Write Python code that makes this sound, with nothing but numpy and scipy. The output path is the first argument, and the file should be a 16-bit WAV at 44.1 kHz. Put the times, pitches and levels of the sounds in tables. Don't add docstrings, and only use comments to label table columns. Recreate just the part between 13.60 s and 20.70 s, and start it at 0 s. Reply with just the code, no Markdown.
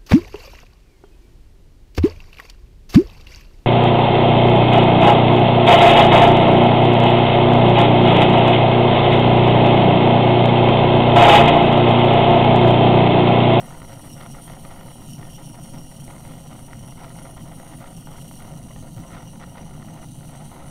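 import sys
import numpy as np
from scipy import signal
from scipy.fft import rfft, irfft
from scipy.io import wavfile

SR = 44100
rng = np.random.default_rng(int(sys.argv[2]) if len(sys.argv) > 2 else 0)


def master(y):
    cut = np.clip(np.atleast_2d(y).T, -1, 1)
    pcm = np.round(cut * 32767)
    wavfile.write(sys.argv[1], SR, pcm.astype(np.int16))


N = 313110
T = np.arange(N) / SR
HZ = np.fft.rfftfreq(N, 1 / SR)

# [f/Hz, level/dB]
DRAUGHT_SHAPE = [(5, -1.5), (14, 8.5), (25, -4), (42, -3), (60, -4.5), (80, -19.5), (130, -44), (400, -63)]
# [f/Hz, level/dB]
THROB_SHAPE = [(50, -28), (82, -22), (103, -6.5), (122, -4), (140, .5), (153, -3), (167, 2), (188, -15.5),
               (222, -10), (238, -12), (256, -14), (312, -18), (400, -50.5)]
# [f/Hz, level/dB]
RUMBLE_SHAPE = [(100, -2.5), (180, -2), (205, -1.5), (238, 1.5), (258, -1.5), (310, -4.5), (342, -10.5),
                (500, -43.5)]
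# [f/Hz, level/dB]
ROAR_SHAPE = [(150, -3.5), (300, -6), (380, 4), (432, -12), (505, 1), (720, 1.5), (1000, -6.5),
              (1130, -9.5), (1390, -7), (1680, -21), (1900, -10.5), (2080, -11), (2400, -22.5), (3200, -21),
              (5000, -32), (10000, -51)]
# [f/Hz, level/dB]
JET_SHAPE = [(500, 9), (1500, -44), (2400, -1.5), (3400, -4), (3750, -2), (4650, 5), (5020, -4), (5600, -6),
             (6700, -3.5), (7300, 1.5), (10000, -3.5), (10700, -12), (14000, -7), (14500, -25), (15600, -8)]

# [middle t/s, length t/s, change level/dB]
THROB_SURGES = [(1.16, 0.042, -7), (1.597, 0.075, 7.5), (1.786, 0.028, -7), (2.157, .1, 3.5),
                (3.822, 0.046, 6), (4.194, 0.034, 6), (4.284, 0.1, -6), (4.951, 0.12, 4.5),
                (5.391, 0.076, 6), (5.495, 0.065, -5), (5.56, 0.046, 5.5), (6.154, 0.31, 2),
                (6.94, 0.072, -2.5)]
# [f/Hz, width f/Hz, level/dB]
BENCH_MODES = [(355.5, 18, -20), (496, 7.1, -7.5), (550.5, 7.5, 4), (599, 18, -13.5), (778, 21, -2.5),
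               (737, 30, 2), (838, 12, 5.5), (880, 48, -1.5), (938, 20, 7.5), (1042, 14, 9.5),
               (1079, 34, -11.5), (1212, 34, 3.5), (1414, 3.4, 7.5), (1833, 9.9, 6.5)]
# [start t/s, length t/s, level/dB before the roar's trim]
FLARES = [(0.011, 0.24, -44.5), (0.294, 0.11, -43.5), (0.432, 0.032, -43.5), (0.599, 0.063, -43.5),
          (0.733, 0.07, -45), (0.882, 0.11, -45.5), (1.039, 0.24, -44.5), (1.39, 0.065, -47),
          (1.577, 0.075, -44), (1.776, 0.04, -45), (1.931, 0.062, -45.5), (2.115, 0.08, -47),
          (2.29, 0.035, -48.5), (2.462, 0.058, -45), (2.537, 0.03, -47.5), (2.602, 0.21, -47.5),
          (2.841, 0.033, -50), (2.91, 0.019, -43), (3.075, 0.078, -47), (3.228, 0.073, -47.5),
          (3.37, 0.14, -46), (3.542, 0.071, -46.5), (3.64, 0.06, -45), (3.76, 0.049, -47),
          (3.855, 0.09, -46), (3.966, 0.18, -46.5), (4.199, 0.13, -44), (4.469, 0.095, -45),
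          (4.803, 0.14, -48), (5.22, 0.058, -46), (5.377, 0.27, -45.5), (5.73, 0.04, -47),
          (5.792, 0.047, -42), (5.946, 0.065, -42.5), (6.077, 0.1, -48.5), (6.206, 0.022, -47),
          (6.271, 0.04, -48), (6.318, 0.13, -46.5), (6.714, 0.038, -46), (6.792, 0.044, -47),
          (6.909, 0.17, -46)]
# [t/s, crack peak level/dB before the spits' trim]
SPITS = [(.168, -32), (.218, -25.5), (0.248, -28), (.374, -35), (0.662, -26.5), (1.595, -31),
         (2.479, -27.5), (3.132, -25), (3.766, -31), (4.472, -28.5), (4.712, -30.5), (5.161, -28.5),
         (5.806, -32), (6.916, -30.5)]
# [t/s, turn from 0 = first angle to 1 = turned away]
TORCH_TURN = [(0, 0.19), (1.2, 0.025), (2.3, 0.019), (2.7, 0.31), (3.1, 0.3), (3.6, 0.14), (4.6, 0.13),
              (5, 0.53), (5.5, 0.54), (6.4, 0.71), (6.8, 0.59), (7.1, 0.8)]
# [t/s, hiss level/dB, whistle level/dB], before lulls and trims
GAS_DRIFT = [(0, -52.7, -58), (.55, -53, -56), (1.15, -54, -61), (1.5, -53, -57), (2.25, -54.5, -57),
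             (2.5, -52.5, -61.5), (3.05, -55.5, -59), (3.6, -54, -58.5), (4.2, -54, -64), (4.6, -53, -57),
             (5.05, -55, -61), (5.3, -54, -63), (5.6, -56.5, -59), (6.0, -57, -61), (6.6, -54.5, -62),
             (7.1, -55, -66)]
# [f/Hz, shift f/Hz when turned away, width f/Hz, level/dB at first angle, level/dB turned away]
TUBE_MODES = [(3124, -30, 257, 10.5, 6), (4050, -170, 290, 1, 7.5), (6280, 42.5, 135, -0.5, 18),
              (6540, -120, 410, 5.5, 2), (8030, -380, 280, 7.5, 1.5), (8840, -640, 210, 15.5, 10),
              (8980, -300, 150, 15, 7), (9380, -250, 240, 5.5, 17), (9540, -90.5, 330, 14, 11.5),
              (9710, 141.5, 830, 9, 7), (12000, 252, 660, 3.5, -1), (14100, 62, 320, 7, -1)]
# [f/Hz, shift f/Hz when turned away, width f/Hz, level/dB at first angle, level/dB turned away]
SINGING_MODES = [(2892, 20, 145, -3, -2.5), (5660, 190, 170, 0.4, -1)]
# [delay t/s, added delay t/s when turned away, level/dB]
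BENCH_ECHOES = [(.00153, -0.0088, -15), (.0029, 0.017, -6), (.0047, -0.027, -10.5), (.0078, 0.0054, -22),
                (0.0128, -0.006, -15)]
# [f/Hz, width f/Hz, level/dB]
JET_TILTS = [(4920, 480, -5.5), (11700, 900, 1.5), (13300, 410, 12), (14700, 840, -1)]

FLARE_ATTACK_S, FLARE_RELEASE_S = 0.015, 0.011
SIMMER_DB = -49
FALTER_S, FALTER_DB = 0.024, -2.5
EDGE_HZ = 15780


def from_db(db):
    return 10 ** (np.asarray(db) / 20)


def unit(x):
    return x / np.sqrt(np.mean(x ** 2) + 1e-20)


def curve(rows, axis):
    rows = np.asarray(rows)
    return np.interp(T, rows[:, 0], rows[:, axis])


def slope(points):
    hz, db = np.transpose(points)
    return from_db(np.interp(np.log(HZ + 1), np.log(hz + 1), db))


def bell(hz, width):
    return 1 / (1 + (2 * (HZ - hz) / width) ** 2)


def bells(modes):
    return from_db(sum(db * bell(hz, width) for hz, width, db in modes))


def colour(x, gain):
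    cepstrum = irfft(np.log(np.maximum(gain, 1e-5)), N)
    cepstrum[1:N // 2] *= 2
    cepstrum[N // 2 + 1:] = 0
    return irfft(rfft(x) * np.exp(rfft(cepstrum)), N)


def noise(gain):
    return unit(irfft(rfft(rng.standard_normal(N)) * gain, N))


def steadied(x, span_s):
    window = np.hanning(int(span_s * SR))
    power = signal.fftconvolve(x ** 2, window / window.sum(), "same")
    return x / np.sqrt(power + 1e-9)


def flicker(rate_hz):
    t = np.linspace(0, N / SR, 16384)
    hz = np.fft.rfftfreq(len(t), t[1])
    spectrum = rfft(rng.standard_normal(len(t))) / (1 + (hz / rate_hz) ** 4)
    return np.interp(T, t, unit(irfft(spectrum)))


def narrow(centre_hz, shift_hz, width):
    hz = centre_hz + shift_hz * curve(TORCH_TURN, axis=1)
    pole = np.exp(-np.pi * width / np.sqrt(np.sqrt(2) - 1) / SR)
    wander = signal.lfilter([(1 - pole) ** 2], [1, -2 * pole, pole * pole], rng.standard_normal((2, N)))
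    angle = 2 * np.pi * np.cumsum(hz) / SR
    return np.sqrt(2) * (wander[0] * np.cos(angle) + wander[1] * np.sin(angle))


def room(x, wet_db, t60_s):
    t = np.arange(SR // 3) / SR
    tail = rng.standard_normal(len(t)) * from_db(-60 * t / t60_s) * (t > .004)
    return x + from_db(wet_db) * signal.fftconvolve(x, tail / np.linalg.norm(tail))[:N]


def draught(level_db=-45):
    return noise(slope(DRAUGHT_SHAPE)) * from_db(level_db)


def throbbing(calm_db, throb_db=-42.0, rumble_db=-46.0, waver_db=3.5, follow=0.19, rumble_share=0.21):
    surge_db = sum(db * np.exp(-(2 * (T - s) / length) ** 2) for s, length, db in THROB_SURGES)
    pulsing = noise(bell(hz=5.7, width=11.5) * (HZ < 40))
    surge_db = surge_db + follow * calm_db + waver_db * np.tanh(0.96 * pulsing)
    throb = steadied(noise(slope(THROB_SHAPE)), span_s=0.078) * from_db(throb_db + surge_db)
    rumble = noise(slope(RUMBLE_SHAPE)) * from_db(rumble_db + rumble_share * surge_db)
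    return throb + rumble


def roar_colour():
    return slope(ROAR_SHAPE) * bells(BENCH_MODES)


def spits(decay_s=0.00047, level_db=-2.5, thump_db=-6, thump_s=0.0029):
    out, t = np.zeros(N), np.arange(1024) / SR
    push = t / thump_s * np.exp(1 - t / thump_s)
    swell = t / decay_s * np.exp(-t / decay_s)
    body = colour(signal.unit_impulse(N), roar_colour())[:len(t)]
    for s, db in SPITS:
        grain = rng.standard_normal(len(t)) * swell
        crack = signal.fftconvolve(grain, body)[:len(t)]
        spit = from_db(db + level_db) * (crack / abs(crack).max() + from_db(thump_db) * push)
        part = out[round(s * SR):][:len(t)]
        part += spit[:len(part)]
    return out


def flaring(waver_db=1.0, sputter_db=3.5):
    t = np.arange(0, N / SR, .001)
    start, length, db = np.transpose(FLARES)[:, :, None]
    rise = np.clip((t - start) / FLARE_ATTACK_S + .5, 0, 1)
    fall = np.exp(-np.maximum(t - start - length, 0) / FLARE_RELEASE_S)
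    flares = np.interp(T, t, (from_db(db) * rise * fall).max(axis=0))
    simmer = from_db(SIMMER_DB + sputter_db * np.tanh(flicker(rate_hz=42)))
    return 20 * np.log10(np.hypot(flares, simmer)) + waver_db * flicker(rate_hz=8.9)


def faltering(lead_s=0.0069):
    return from_db(FALTER_DB * sum(np.exp(-((T - s + lead_s) / FALTER_S) ** 2) for s, _ in SPITS))


def roar(throb, flare_db, surge_db=5.8, ragged_db=2.3, level_db=-1.78,
         split_hz=1050, crackle_db=-2.0, brighten=0.75, sputter_db=5.0):
    crest_db = surge_db * np.tanh(unit(throb) / 2)
    bursts = from_db(crest_db + ragged_db * np.clip(flicker(rate_hz=95), -2, 2))
    burning = steadied(colour(bursts * rng.standard_normal(N), roar_colour()), span_s=0.073)
    crackle = irfft(rfft(burning) / (1 + (split_hz / (HZ + 1)) ** 6), N)
    clumps_db = brighten * (flare_db - flare_db.mean()) + sputter_db * np.tanh(2 * flicker(rate_hz=79))
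    ragged = burning + (from_db(clumps_db + crackle_db) - 1) * crackle
    return ragged * from_db(flare_db + level_db)


def whistle(flow, calm_db, pulse_db=3.0, low_share=0.71, follow=0.37, waver_db=1.13):
    turn = curve(TORCH_TURN, axis=1)
    swell_db = curve(GAS_DRIFT, axis=2) + follow * calm_db + waver_db * flicker(rate_hz=11)
    out = np.zeros(N)
    for (hz, shift_hz, width, first_db, turned_db), share in zip(SINGING_MODES, (low_share, 1)):
        note = steadied(narrow(hz, shift_hz, width), span_s=0.35) * from_db(pulse_db * flow)
        angle_db = first_db + (turned_db - first_db) * turn
        note_db = angle_db + share * swell_db + (1 - share) * swell_db.mean()
        out += unit(note) * from_db(note_db)
    return out


def echoed(x):
    turn = curve(TORCH_TURN, axis=1)
    echoes = sum(from_db(db) * np.interp(T - delay - extra * turn, T, x) for delay, extra, db in BENCH_ECHOES)
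    return unit(x + echoes)


def jet(flow, calm_db, pulse_db=1.87, level_db=1.82, wander_db=1.73, flutter_db=1., follow=0.28, swell_db=0.66):
    turn = curve(TORCH_TURN, axis=1)
    hiss = colour(rng.standard_normal(N), slope(JET_SHAPE))
    for hz, shift_hz, width, first_db, turned_db in TUBE_MODES:
        mode_db = first_db + (turned_db - first_db) * turn + wander_db * flicker(rate_hz=6.3)
        hiss = hiss + narrow(hz, shift_hz, width) * from_db(mode_db)
    flutter = from_db(pulse_db * flow + flutter_db * flicker(rate_hz=180))
    lull_db = follow * calm_db + swell_db * flicker(rate_hz=7.3)
    return echoed(hiss * flutter) * from_db(curve(GAS_DRIFT, axis=1) + lull_db + level_db)


def scene(travel_s=0.00786, waver=1.):
    flare_db = flaring()
    calm_db = flare_db.mean() - flare_db
    low_flame = throbbing(calm_db)
    early_throb = unit(np.interp(T + travel_s, T, low_flame))
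    flow = unit(early_throb + waver * flicker(rate_hz=58))
    flame = room(roar(low_flame, flare_db) * faltering() + spits(), wet_db=-13.5, t60_s=0.66)
    gas = colour(jet(flow, calm_db) + whistle(flow, calm_db), bells(JET_TILTS))
    return (draught() + low_flame + flame + room(gas, wet_db=-11.0, t60_s=0.14))[None]


def record(dry):
    low_pass = signal.firwin(1023, EDGE_HZ, window=("kaiser", 9), fs=SR)
    return signal.oaconvolve(dry, low_pass[None], "same")


dry = scene()
out = record(dry)
master(out)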